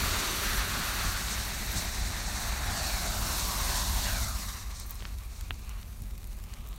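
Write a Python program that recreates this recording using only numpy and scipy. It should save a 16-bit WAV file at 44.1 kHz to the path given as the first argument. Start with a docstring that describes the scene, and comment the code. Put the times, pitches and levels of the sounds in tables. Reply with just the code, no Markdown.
"""Thousands of match heads catch one after another as a wheel of matches burns on a plate in a sand pit.
Each head is a tiny jet of gas. Together they rush and fizz, and the hot gas between the rows howls.
Their sound also bounces off the ground, which sweeps the tone as the burning front moves.
Underneath, the rising flames rumble and flutter. After about four and a half seconds the heads
die away and the bare sticks burn on, ticking and snapping."""
import sys
import numpy as np
from scipy import signal
from scipy.fft import rfft, irfft, next_fast_len
from scipy.io import wavfile
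from scipy.ndimage import uniform_filter1d, map_coordinates

SR = 44100
rng = np.random.default_rng(int(sys.argv[2]) if len(sys.argv) > 2 else 0)


def wav_out(sig):
    """Save sig, one row per channel (or a flat mono array), as 16-bit PCM at SR to the path in sys.argv[1]."""
    wavfile.write(sys.argv[1], SR, np.round(np.clip(np.atleast_2d(sig).T, -1, 1) * 32767).astype(np.int16))


N = 298987
TOP_HZ = 16300  # where the treble ends
SINK_START_S, SINK_LENGTH_S = 4.24, 0.45  # the blaze sinks as the heads run out

# The tone of each kind of noise. Columns: frequency_hz, relative_db
WOOD_FIRE_TONE = [(200, -10), (330, 4), (700, 13.5), (1050, 10), (1850, -2), (2450, 8.5), (4300, -19),
                  (6500, 2), (9500, 3), (11500, -20), (15800, -3)]  # charring sticks
TICK_TONE = [(700, 7), (2500, 5), (7000, 1), (15800, 1.5)]  # tiny splits in the wood
RUMBLE_TONE = [(12, -30), (22, -12), (32, -3), (42, -1.5), (50, 1.3), (60, -4), (78, -12), (110, -44)]  # the rising column of hot gas
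SWIRL_TONE = [(45, -5), (62, 1.5), (78, -3), (97, 0), (112, -10), (135, -10.5), (190, -39)]  # middle-sized swirls in it
FLUTTER_TONE = [(80, -4), (130, -7.5), (155, -1), (205, 0.5), (290, -12), (400, -20.5), (600, -22)]  # tongues of flame
ROAR_TONE = [(200, 2.5), (300, 1.5), (390, 4.5), (470, -3), (620, -8.5), (900, -38)]  # air drawn into the fire
RUSH_TONE = [(300, -29), (470, -14.5), (580, -5), (800, -3.5), (1100, -2.5), (1600, -2.1), (2400, -4),
             (3000, -3.5), (3700, -4), (5000, -10)]  # the middle range of the gas jets
FIZZ_TONE = [(1500, -49), (3200, -10), (3800, -1), (4400, -1), (5100, -2), (5700, -1), (6700, -2),
             (7600, -4), (8500, -3.5), (9600, -10.5), (11000, -15), (13000, -43)]  # their treble
SPRAY_TONE = [(7000, -36), (9500, 0.5), (11200, 2), (13500, 0.5), (15800, -4.5)]  # their very highest hiss

# The roar of the draught that feeds the fire. Columns: time_s, level_db
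DRAUGHT_LEVELS = [(0, -45), (.53, -47), (1.15, -55), (1.75, -53), (2.3, -55), (3.65, -51), (4.4, -64.5),
                  (6.2, -67), (6.78, -63)]
# Low swells: billows of flame, and low thuds under two of the loudest snaps.
# Columns: middle_s, half_width_s, rumble_gain_db, flutter_gain_db
LOW_SWELLS = [(0.05, 0.06, -31.5, -39.5), (0.55, 0.063, -29, -58), (0.78, 0.055, -42, -38.5),
              (1.07, 0.028, -31, -41.5), (1.77, 0.018, -36, -36.5), (2.02, 0.03, -33, -51),
              (2.7, 0.029, -36, -43), (3.25, .03, -34, -41.5), (3.94, 0.043, -29.5, -47),
              (4.22, 0.07, -35, -63), (5.05, 0.03, -32.5, -53), (5.51, 0.012, -42.5, -43),
              (6.02, 0.025, -34, -48.5)]

# Two thin, high squeaks. Columns: start_s, gain_db
SQUEAKS = [(4.861, -46), (4.943, -48.5)]
# The tones in each squeak. Columns: pitch_hz, relative_db
SQUEAK_TONES = [(9350, -5), (12170, -2), (12560, -5), (15700, -11)]
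# Gas let out by the deepest splits. Columns: start_s, level_db
THUDS = [(5.006, -40), (5.023, -37), (5.053, -34), (5.507, -33)]
# The louder splitting sticks. Columns: start_s, gain_db, low_hz, high_hz (capped at TOP_HZ)
STICK_SNAPS = [(4.799, -26.5, 3900, 15500), (4.8964, -29, 6200, 15500), (4.908, -24, 15000, 16600),
               (4.9554, -33, 3500, 11500), (5.006, -33, 600, 4570), (5.024, -31, 600, 4200),
               (5.047, -41, 1000, 7500), (5.0525, -34, 600, 3000), (5.0533, -25.5, 700, 5200),
               (5.057, -35, 1000, 4500), (5.1859, -31, 1200, 12900), (5.2364, -35, 3220, 10800),
               (5.4108, -27, 900, 15000), (5.5072, -36, 11000, 16300), (5.5076, -16.5, 820, 3500),
               (5.5428, -36, 2000, 7500), (5.6936, -30, 1200, 15100), (5.8142, -40, 4000, 12400),
               (5.83, -34, 1400, 7300), (5.9728, -42, 4500, 14000), (6.0203, -34, 3200, 15500),
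               (6.1534, -39, 2000, 9000), (6.037, -39, 4000, 11000), (6.179, -33, 1600, 16100),
               (6.2426, -33, 1800, 13500), (6.273, -36, 8000, 16300), (6.3303, -38, 2400, 9400),
               (6.3698, -41, 11000, 16000), (6.388, -38, 5000, 16000), (6.4395, -34, 1600, 16000),
               (6.534, -39, 1000, 4500), (6.5386, -29, 1200, 10000), (6.6734, -33, 5500, 16300),
               (6.688, -36, 9000, 16000), (6.7295, -37, 1200, 6000), (6.762, -38, 9000, 16000)]

# The bounce off the ground as the burning front moves. Columns: time_s, delay_ms, strength (0 to 1)
FIRST_BOUNCE = [(0.0, 0.67, 0.09), (1.2, 0.66, 0.05), (1.5, 0.5, 0.07), (2.3, 0.52, 0.14),
                (2.58, 0.46, 0.13), (2.7, 0.58, 0.22), (2.8, 0.67, 0.15), (3.05, 0.79, 0.0),
                (3.27, 0.69, 0.09), (3.5, 0.92, 0.08), (3.7, 1.15, 0.11), (3.87, 1.06, 0.12),
                (3.96, 0.91, 0.1), (4.08, 1.11, 0.1), (4.2, 1.41, 0.14), (4.28, 1.38, 0.14),
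                (4.37, 1.01, 0.1), (4.52, 1.03, 0.25), (4.62, 1.05, 0.26), (4.74, 0.97, 0.17),
                (4.85, 0.96, 0.16), (5.1, 1, 0.05), (6.78, 0.26, 0.38)]
# The bounce of a second front that runs up the rim. Columns: time_s, delay_ms, strength (0 to 1)
RIM_BOUNCE = [(2.55, 0.87, 0.02), (2.72, 0.89, 0.12), (2.82, 1.16, 0.06), (2.92, 1.27, 0.06),
              (3.02, 1.34, 0.04), (3.18, 1.4, 0.17), (3.3, 0.86, 0.0), (3.45, 0.24, 0.1),
              (3.85, 0.17, 0.01), (4.03, 0.43, 0.04), (4.2, 0.58, 0.0), (4.4, 0.36, 0.36),
              (4.58, 0.75, 0.0), (4.8, 0.89, 0), (4.95, 0.8, 0)]
# Hot gas ringing between the rows of matches, low to high. Columns: time_s, pitch_hz, strength_db
DEEP_HOWL = [(0.0, 710, -1.5), (1.3, 720, -1), (2.2, 750, 6), (2.6, 820, 7), (2.78, 720, 13),
             (3.12, 670, 10.0), (3.3, 696, 6.5), (3.7, 646, 6), (4.3, 700, 9.5), (4.45, 720, 1.5),
             (6.78, 700, 2)]
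LOW_HOWL = [(0.0, 1200, 2), (1.15, 1260, 2.5), (1.55, 1160, -1.5), (2.6, 1260, 3.0), (3.35, 1040, 5.0),
            (3.5, 1070, 11.5), (3.72, 1040, 8.5), (3.92, 980, 9), (4.08, 1010, 3), (4.3, 1120, 8.5),
            (4.45, 1170, 7), (5.6, 1130, 4), (6.1, 1100, 6.5), (6.78, 1170, 12)]
MIDDLE_HOWL = [(0.0, 1640, -0.5), (0.35, 1700, -2.0), (0.52, 1730, 5), (0.72, 1580, 1.5), (1.15, 1520, 2),
               (1.4, 1930, 0), (2.45, 1700, 3), (2.85, 1710, 5.5), (3.22, 1350, 3.5), (3.5, 1430, 2),
               (3.72, 1630, 5), (3.93, 1540, 3.5), (4.04, 1850, 4), (4.12, 1540, 10.5), (4.22, 1410, 5.5),
               (4.33, 1320, 11), (4.41, 1620, 1.5), (4.5, 1880, 1.5), (5.1, 2300, 1.5), (5.6, 2550, 6.5),
               (6, 2340, 2), (6.5, 2470, 0)]
HIGH_HOWL = [(2.66, 2970, -2), (2.79, 2730, 3), (2.92, 2390, 8), (3.03, 2110, 5), (3.15, 1980, 0.5),
             (3.5, 2170, 1.5), (3.68, 2100, 5.5), (3.82, 2160, -3), (3.96, 2200, 2), (4.05, 2930, 3),
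             (4.15, 2400, 6), (4.23, 2070, 9), (4.35, 2040, -2)]
FIZZ_HOWL = [(0, 7000, 2), (.15, 6700, 3), (.4, 5900, 3), (.7, 5900, 1), (1.2, 5700, 0), (2.5, 5400, 0),
             (2.62, 5200, -3), (2.75, 4680, 5.5), (2.9, 4380, 4.5), (3.05, 4100, 1), (3.25, 5200, 2.5),
             (3.6, 5300, 0), (3.97, 4600, 0), (4.04, 4400, 5), (4.12, 4400, 0), (4.45, 5600, 0),
             (4.55, 5700, 3), (4.8, 6100, 2)]
# A dip in the tone of the whole hiss that comes and goes. Columns: time_s, pitch_hz, strength_db
HISS_HOLLOW = [(0.0, 3050, -4), (1.2, 3140, -4.5), (2.3, 3180, -5), (3.5, 3240, -2.5), (4.0, 3170, 1),
               (4.5, 3130, -5.5), (6.78, 3300, -0.5)]
# Puffs of burning wood gas. Columns: middle_s, half_width_s, gain_db
GAS_PUFFS = [(4.53, 0.046, -52), (5.73, 0.072, -55), (6.62, 0.21, -58)]
# Clumps of heads that flare at once. Columns: middle_s, half_width_s, gain_db
HEAD_FLARES = [(.19, .03, -41), (1.32, 0.019, -37.5), (1.78, .02, -35), (2.84, 0.16, -40),
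               (3.78, 0.032, -37.5), (4.04, 0.022, -38), (4.23, 0.027, -42), (4.53, 0.012, -45),
               (4.605, 0.013, -47), (4.763, 0.013, -46), (4.808, 0.02, -47.5), (5.38, 0.05, -57),
               (5.58, .06, -61)]
# The burning heads, until they are spent. Columns: time_s, rush_gain_db, fizz_gain_db, spray_gain_db
HEAD_GAINS = [(0.0, -34, -36, -41.5), (.3, -35, -37, -44.5), (0.4, -37, -37.5, -43.5),
              (0.5, -34.5, -38, -42.5), (0.58, -35, -36.5, -42.5), (0.65, -36.5, -40, -45.5),
              (0.99, -36, -39, -44), (1.65, -42.5, -42, -48.5), (1.78, -38, -38.5, -45),
              (1.87, -42, -41, -49.5), (2.24, -41.5, -41, -52), (2.43, -40, -38.5, -46.5),
              (2.6, -39, -43.5, -50.5), (2.8, -38, -38.5, -46), (2.96, -36, -38, -45.5),
              (3.15, -39, -37.5, -45.5), (3.33, -38.5, -35, -42.5), (3.52, -39, -37, -43.5),
              (3.68, -35.5, -35.5, -42), (3.88, -39, -36, -44), (4.1, -37, -36, -42),
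              (4.41, -46, -43, -49.5), (4.52, -46.5, -45.5, -51), (4.69, -53, -51.5, -61)]

# Narrow dips in tone made by the microphone's opening. Columns: centre_hz, half_width_hz, gain_db
MICROPHONE_DIPS = [(7830, 470, -0.5), (4910, 240, -3), (10380, 570, -4)]


def amp(db):
    """Turn decibels into a number to multiply a sound by."""
    return 10 ** (np.asarray(db) / 20)


def unit(x):
    """Scale a sound so that its average strength (rms) is 1."""
    return x / np.sqrt(np.mean(x ** 2) + 1e-20)


def curves(rows):
    """Join a table's rows with straight lines: one curve for each column after the time."""
    times_s, *columns = np.transpose(rows)
    return [np.interp(np.arange(N) / SR, times_s, column) for column in columns]


def wobble(per_s):
    """A smooth curve through per_s random values a second, mostly between -1 and 1."""
    steps = np.arange(0, N, SR // 1000)
    values = rng.standard_normal(int(N * per_s / SR) + 4)
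    return np.interp(np.arange(N), steps, map_coordinates(values, [steps * per_s / SR]))


def filtered(x, gain_at):
    """Turn each frequency of a sound up or down by gain_at(hz)."""
    size = next_fast_len(N + SR // 4)
    return irfft(rfft(x, size) * gain_at(np.fft.rfftfreq(size, 1 / SR)), size)[:N]


def coloured(x, tone):
    """Give a sound the tone in a table, at an average strength of 1."""
    points_hz, db = np.transpose(tone)
    gain_at = lambda hz: amp(np.interp(np.log(hz + 1), np.log(points_hz), db, left=-120, right=-120))
    return unit(filtered(x, gain_at))


def noise():
    """Plain, even hiss."""
    return rng.standard_normal(N)


def pops(per_s, spread_db):
    """Tiny clicks of random size at random moments, about per_s a second."""
    clicks = (rng.random(N) < per_s / SR) * np.sign(noise())
    return unit(clicks * amp(spread_db * np.clip(noise(), -2, 2)))


def swells(rows):
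    """A smooth rise and fall for each row of middle_s, half_width_s, gain_db."""
    t = np.arange(N) / SR
    return sum(amp(db) * np.exp(-np.minimum(((t - middle_s) / half_width_s) ** 2, 50) / 2)
               for middle_s, half_width_s, db in rows)


def sunk():
    """How far the fire has sunk: 0 in the blaze, 1 when only sticks burn."""
    return np.clip((np.arange(N) / SR - SINK_START_S) / SINK_LENGTH_S, 0, 1)


def embers():
    """Charring sticks burn with a soft rush, small ticks and a few faint crackles."""
    burn = amp(-62) * coloured(noise(), WOOD_FIRE_TONE)
    ticks = amp(-66.5) * coloured(pops(per_s=70, spread_db=4), TICK_TONE)
    crackles = amp(-69.5) * coloured(pops(per_s=7, spread_db=2), TICK_TONE)
    return burn + ticks + crackles


def swelling(steady_db, rows, flicker_db=0.5):
    """A level in dB that flickers a little and rises with each swell in rows."""
    flickering = amp(steady_db + flicker_db * wobble(13))
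    return 20 * np.log10(np.hypot(flickering, swells(rows)))


def flames():
    """Rising hot gas rumbles, tongues of flame flutter and the draught roars; all sink with the blaze."""
    blaze_s = np.minimum(np.arange(N) / SR, SINK_START_S)  # rumble and flutter grow until the fire sinks
    rumble_swells = [(s, width, db) for s, width, db, _ in LOW_SWELLS]
    flutter_swells = [(s, width, db) for s, width, _, db in LOW_SWELLS]
    rumble_db = swelling(-39 + 1.38 * blaze_s - 5.5 * sunk(), rumble_swells)
    flutter_db = swelling(-45 + 0.43 * blaze_s - 10.5 * sunk(), flutter_swells)
    plume = coloured(noise(), RUMBLE_TONE)
    surge = np.sqrt(np.abs(uniform_filter1d(plume ** 2, SR // 8)))
    rumble = amp(rumble_db - 1.5) * unit(plume / (surge + 1.2))  # dividing evens out the puffs
    swirls = amp((rumble_db + flutter_db) / 2 - 1.5) * coloured(noise(), SWIRL_TONE)
    late_flicker_db = 1.5 * sunk() * wobble(18)
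    flutter = amp(flutter_db - 3 + late_flicker_db) * coloured(noise(), FLUTTER_TONE)
    roar_db, = curves(DRAUGHT_LEVELS)
    roar = amp(roar_db) * coloured(noise(), ROAR_TONE)
    return rumble + swirls + flutter + roar


def squeaks(attack_s=0.001, fade_s=0.16, roughness=1.1):
    """In each squeak, a few unsteady high tones start together and fade quickly."""
    out, t = np.zeros(N + SR), np.arange(SR // 5) / SR
    for start_s, db in SQUEAKS:
        shape = (1 - np.exp(-t / attack_s)) * amp(db - 60 * t / fade_s)
        for pitch_hz, relative_db in SQUEAK_TONES:
            phase = 2 * np.pi * pitch_hz * t + roughness * wobble(410)[:len(t)]
            out[round(start_s * SR):][:len(t)] += amp(relative_db) * shape * np.sin(phase)
    return out[:N]


def thuds(pitch_hz=337, fade_s=0.0089):
    """Gas leaving a deep split gives one short, low knock."""
    out, t = np.zeros(N + SR), np.arange(SR // 10) / SR
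    for start_s, db in THUDS:
        knock = amp(db - 60 * t / fade_s) * np.sin(2 * np.pi * pitch_hz * t)
        out[round(start_s * SR):][:len(t)] += knock
    return out[:N]


def snaps(echo_s=0.0068, echo_db=-18):
    """A stick splits with one sharp click, and the side of the pit sends back a faint echo."""
    out, t = np.zeros(N + SR), np.arange(SR // 25) / SR
    for start_s, db, low_hz, high_hz in STICK_SNAPS:
        high_hz = min(high_hz, TOP_HZ)
        tearing = (0.03 + 0.18 * high_hz / TOP_HZ) * amp(-60 * t / 0.009)  # brighter: more fibres tear
        tail = 0.007 * amp(-60 * t / 0.04)
        split = (t == 0) + (tearing + tail) * rng.standard_normal(len(t))
        cut_highs = signal.butter(7, high_hz, "low", fs=SR, output="sos")
        cut_lows = signal.butter(2, low_hz, "high", fs=SR, output="sos")
        crack = signal.sosfilt(np.vstack([cut_highs, cut_lows]), split)
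        crack *= amp(db + 0.5) / np.abs(crack).max()
        out[round(start_s * SR):][:len(t)] += crack
        out[round((start_s + echo_s) * SR):][:len(t)] += amp(echo_db) * crack
    return out[:N]


def ground_bounce(x, bounce):
    """A slightly late copy off the ground boosts some pitches and weakens others."""
    delay_ms, strength = curves(bounce)
    dulled = filtered(x, lambda hz: 1 / np.hypot(1, hz / 7000))  # rough sand scatters the treble
    late = map_coordinates(dulled, [np.arange(N) - delay_ms * SR / 1000])
    return (x + strength * late) / np.hypot(1, strength)


def howl(x, track, width_octaves):
    """Ringing gas lifts one wandering band of the hiss; a negative strength hollows it out instead."""
    hz, t, spectrum = signal.stft(x, SR, nperseg=1024)
    times_s, pitch_hz, strength_db = np.transpose(track)
    distance = np.log2((hz[:, None] + 1) / np.interp(t, times_s, pitch_hz)) / width_octaves
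    band = np.exp(-distance ** 2) - 0.2  # the rest of the hiss moves a little the other way
    lift_db = np.interp(t, times_s, strength_db, left=0, right=0) * band
    return signal.istft(spectrum * amp(lift_db), SR, nperseg=1024)[1][:N]


def jet_noise(tone):
    """Many tiny gas jets make a grainy hiss, full of little pops."""
    return coloured(noise() + 0.55 * pops(per_s=2500, spread_db=3), tone)


def match_heads():
    """Each head is a sputtering jet; together they rush, fizz and spray, then die down to a smoulder."""
    fall_db_per_s, smoulder_db = (8, 14.5, 8.5), (-68, -62.5, -63.5)  # rush, fizz, spray
    spent_s = np.maximum(np.arange(N) / SR - HEAD_GAINS[-1][0], 0)
    rush_gain, fizz_gain, spray_gain = [
        np.hypot(amp(db - fall * spent_s), amp(rest_db))
        for db, fall, rest_db in zip(curves(HEAD_GAINS), fall_db_per_s, smoulder_db)]
    # Heads catch in clumps, so all three layers sputter together, more so when few are left.
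    sputter_db = np.interp(sunk(), [0, 1], [0.26, 1.27]) * wobble(55)
    rush = howl(jet_noise(RUSH_TONE), DEEP_HOWL, width_octaves=0.42)
    rush = howl(rush, LOW_HOWL, width_octaves=0.23)
    rush = howl(rush, MIDDLE_HOWL, width_octaves=0.25)
    rush = howl(rush, HIGH_HOWL, width_octaves=0.13)
    fizz = howl(jet_noise(FIZZ_TONE), FIZZ_HOWL, width_octaves=0.073)
    rush *= np.hypot(rush_gain, swells(GAS_PUFFS)) * amp(1.07 + sputter_db + 0.86 * wobble(32))
    fizz *= np.hypot(fizz_gain, swells(HEAD_FLARES)) * amp(sputter_db + 0.89 * wobble(40))
    spray = spray_gain * amp(1.5 + sputter_db + 1.14 * wobble(60)) * jet_noise(SPRAY_TONE)
    return rush + fizz + spray


def scene():
    """The fire is heard from one point, alike in both channels."""
    hiss = ground_bounce(match_heads(), FIRST_BOUNCE)
    hiss = ground_bounce(hiss, RIM_BOUNCE)
    hiss = amp(-0.54) * howl(hiss, HISS_HOLLOW, width_octaves=0.21)
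    fire = hiss + flames() + snaps() + thuds() + squeaks() + embers()
    return np.array([fire, fire])


def record(dry):
    """The microphone's opening cuts narrow dips in the tone, and the treble stops at TOP_HZ."""
    def gain_at(hz):
        dips_db = sum(db * np.exp(-((hz - centre) / width) ** 2) for centre, width, db in MICROPHONE_DIPS)
        return amp(dips_db) / np.hypot(1, (hz / TOP_HZ) ** 120)
    return np.array([filtered(channel, gain_at) for channel in dry])


dry = scene()
out = record(dry)
wav_out(out)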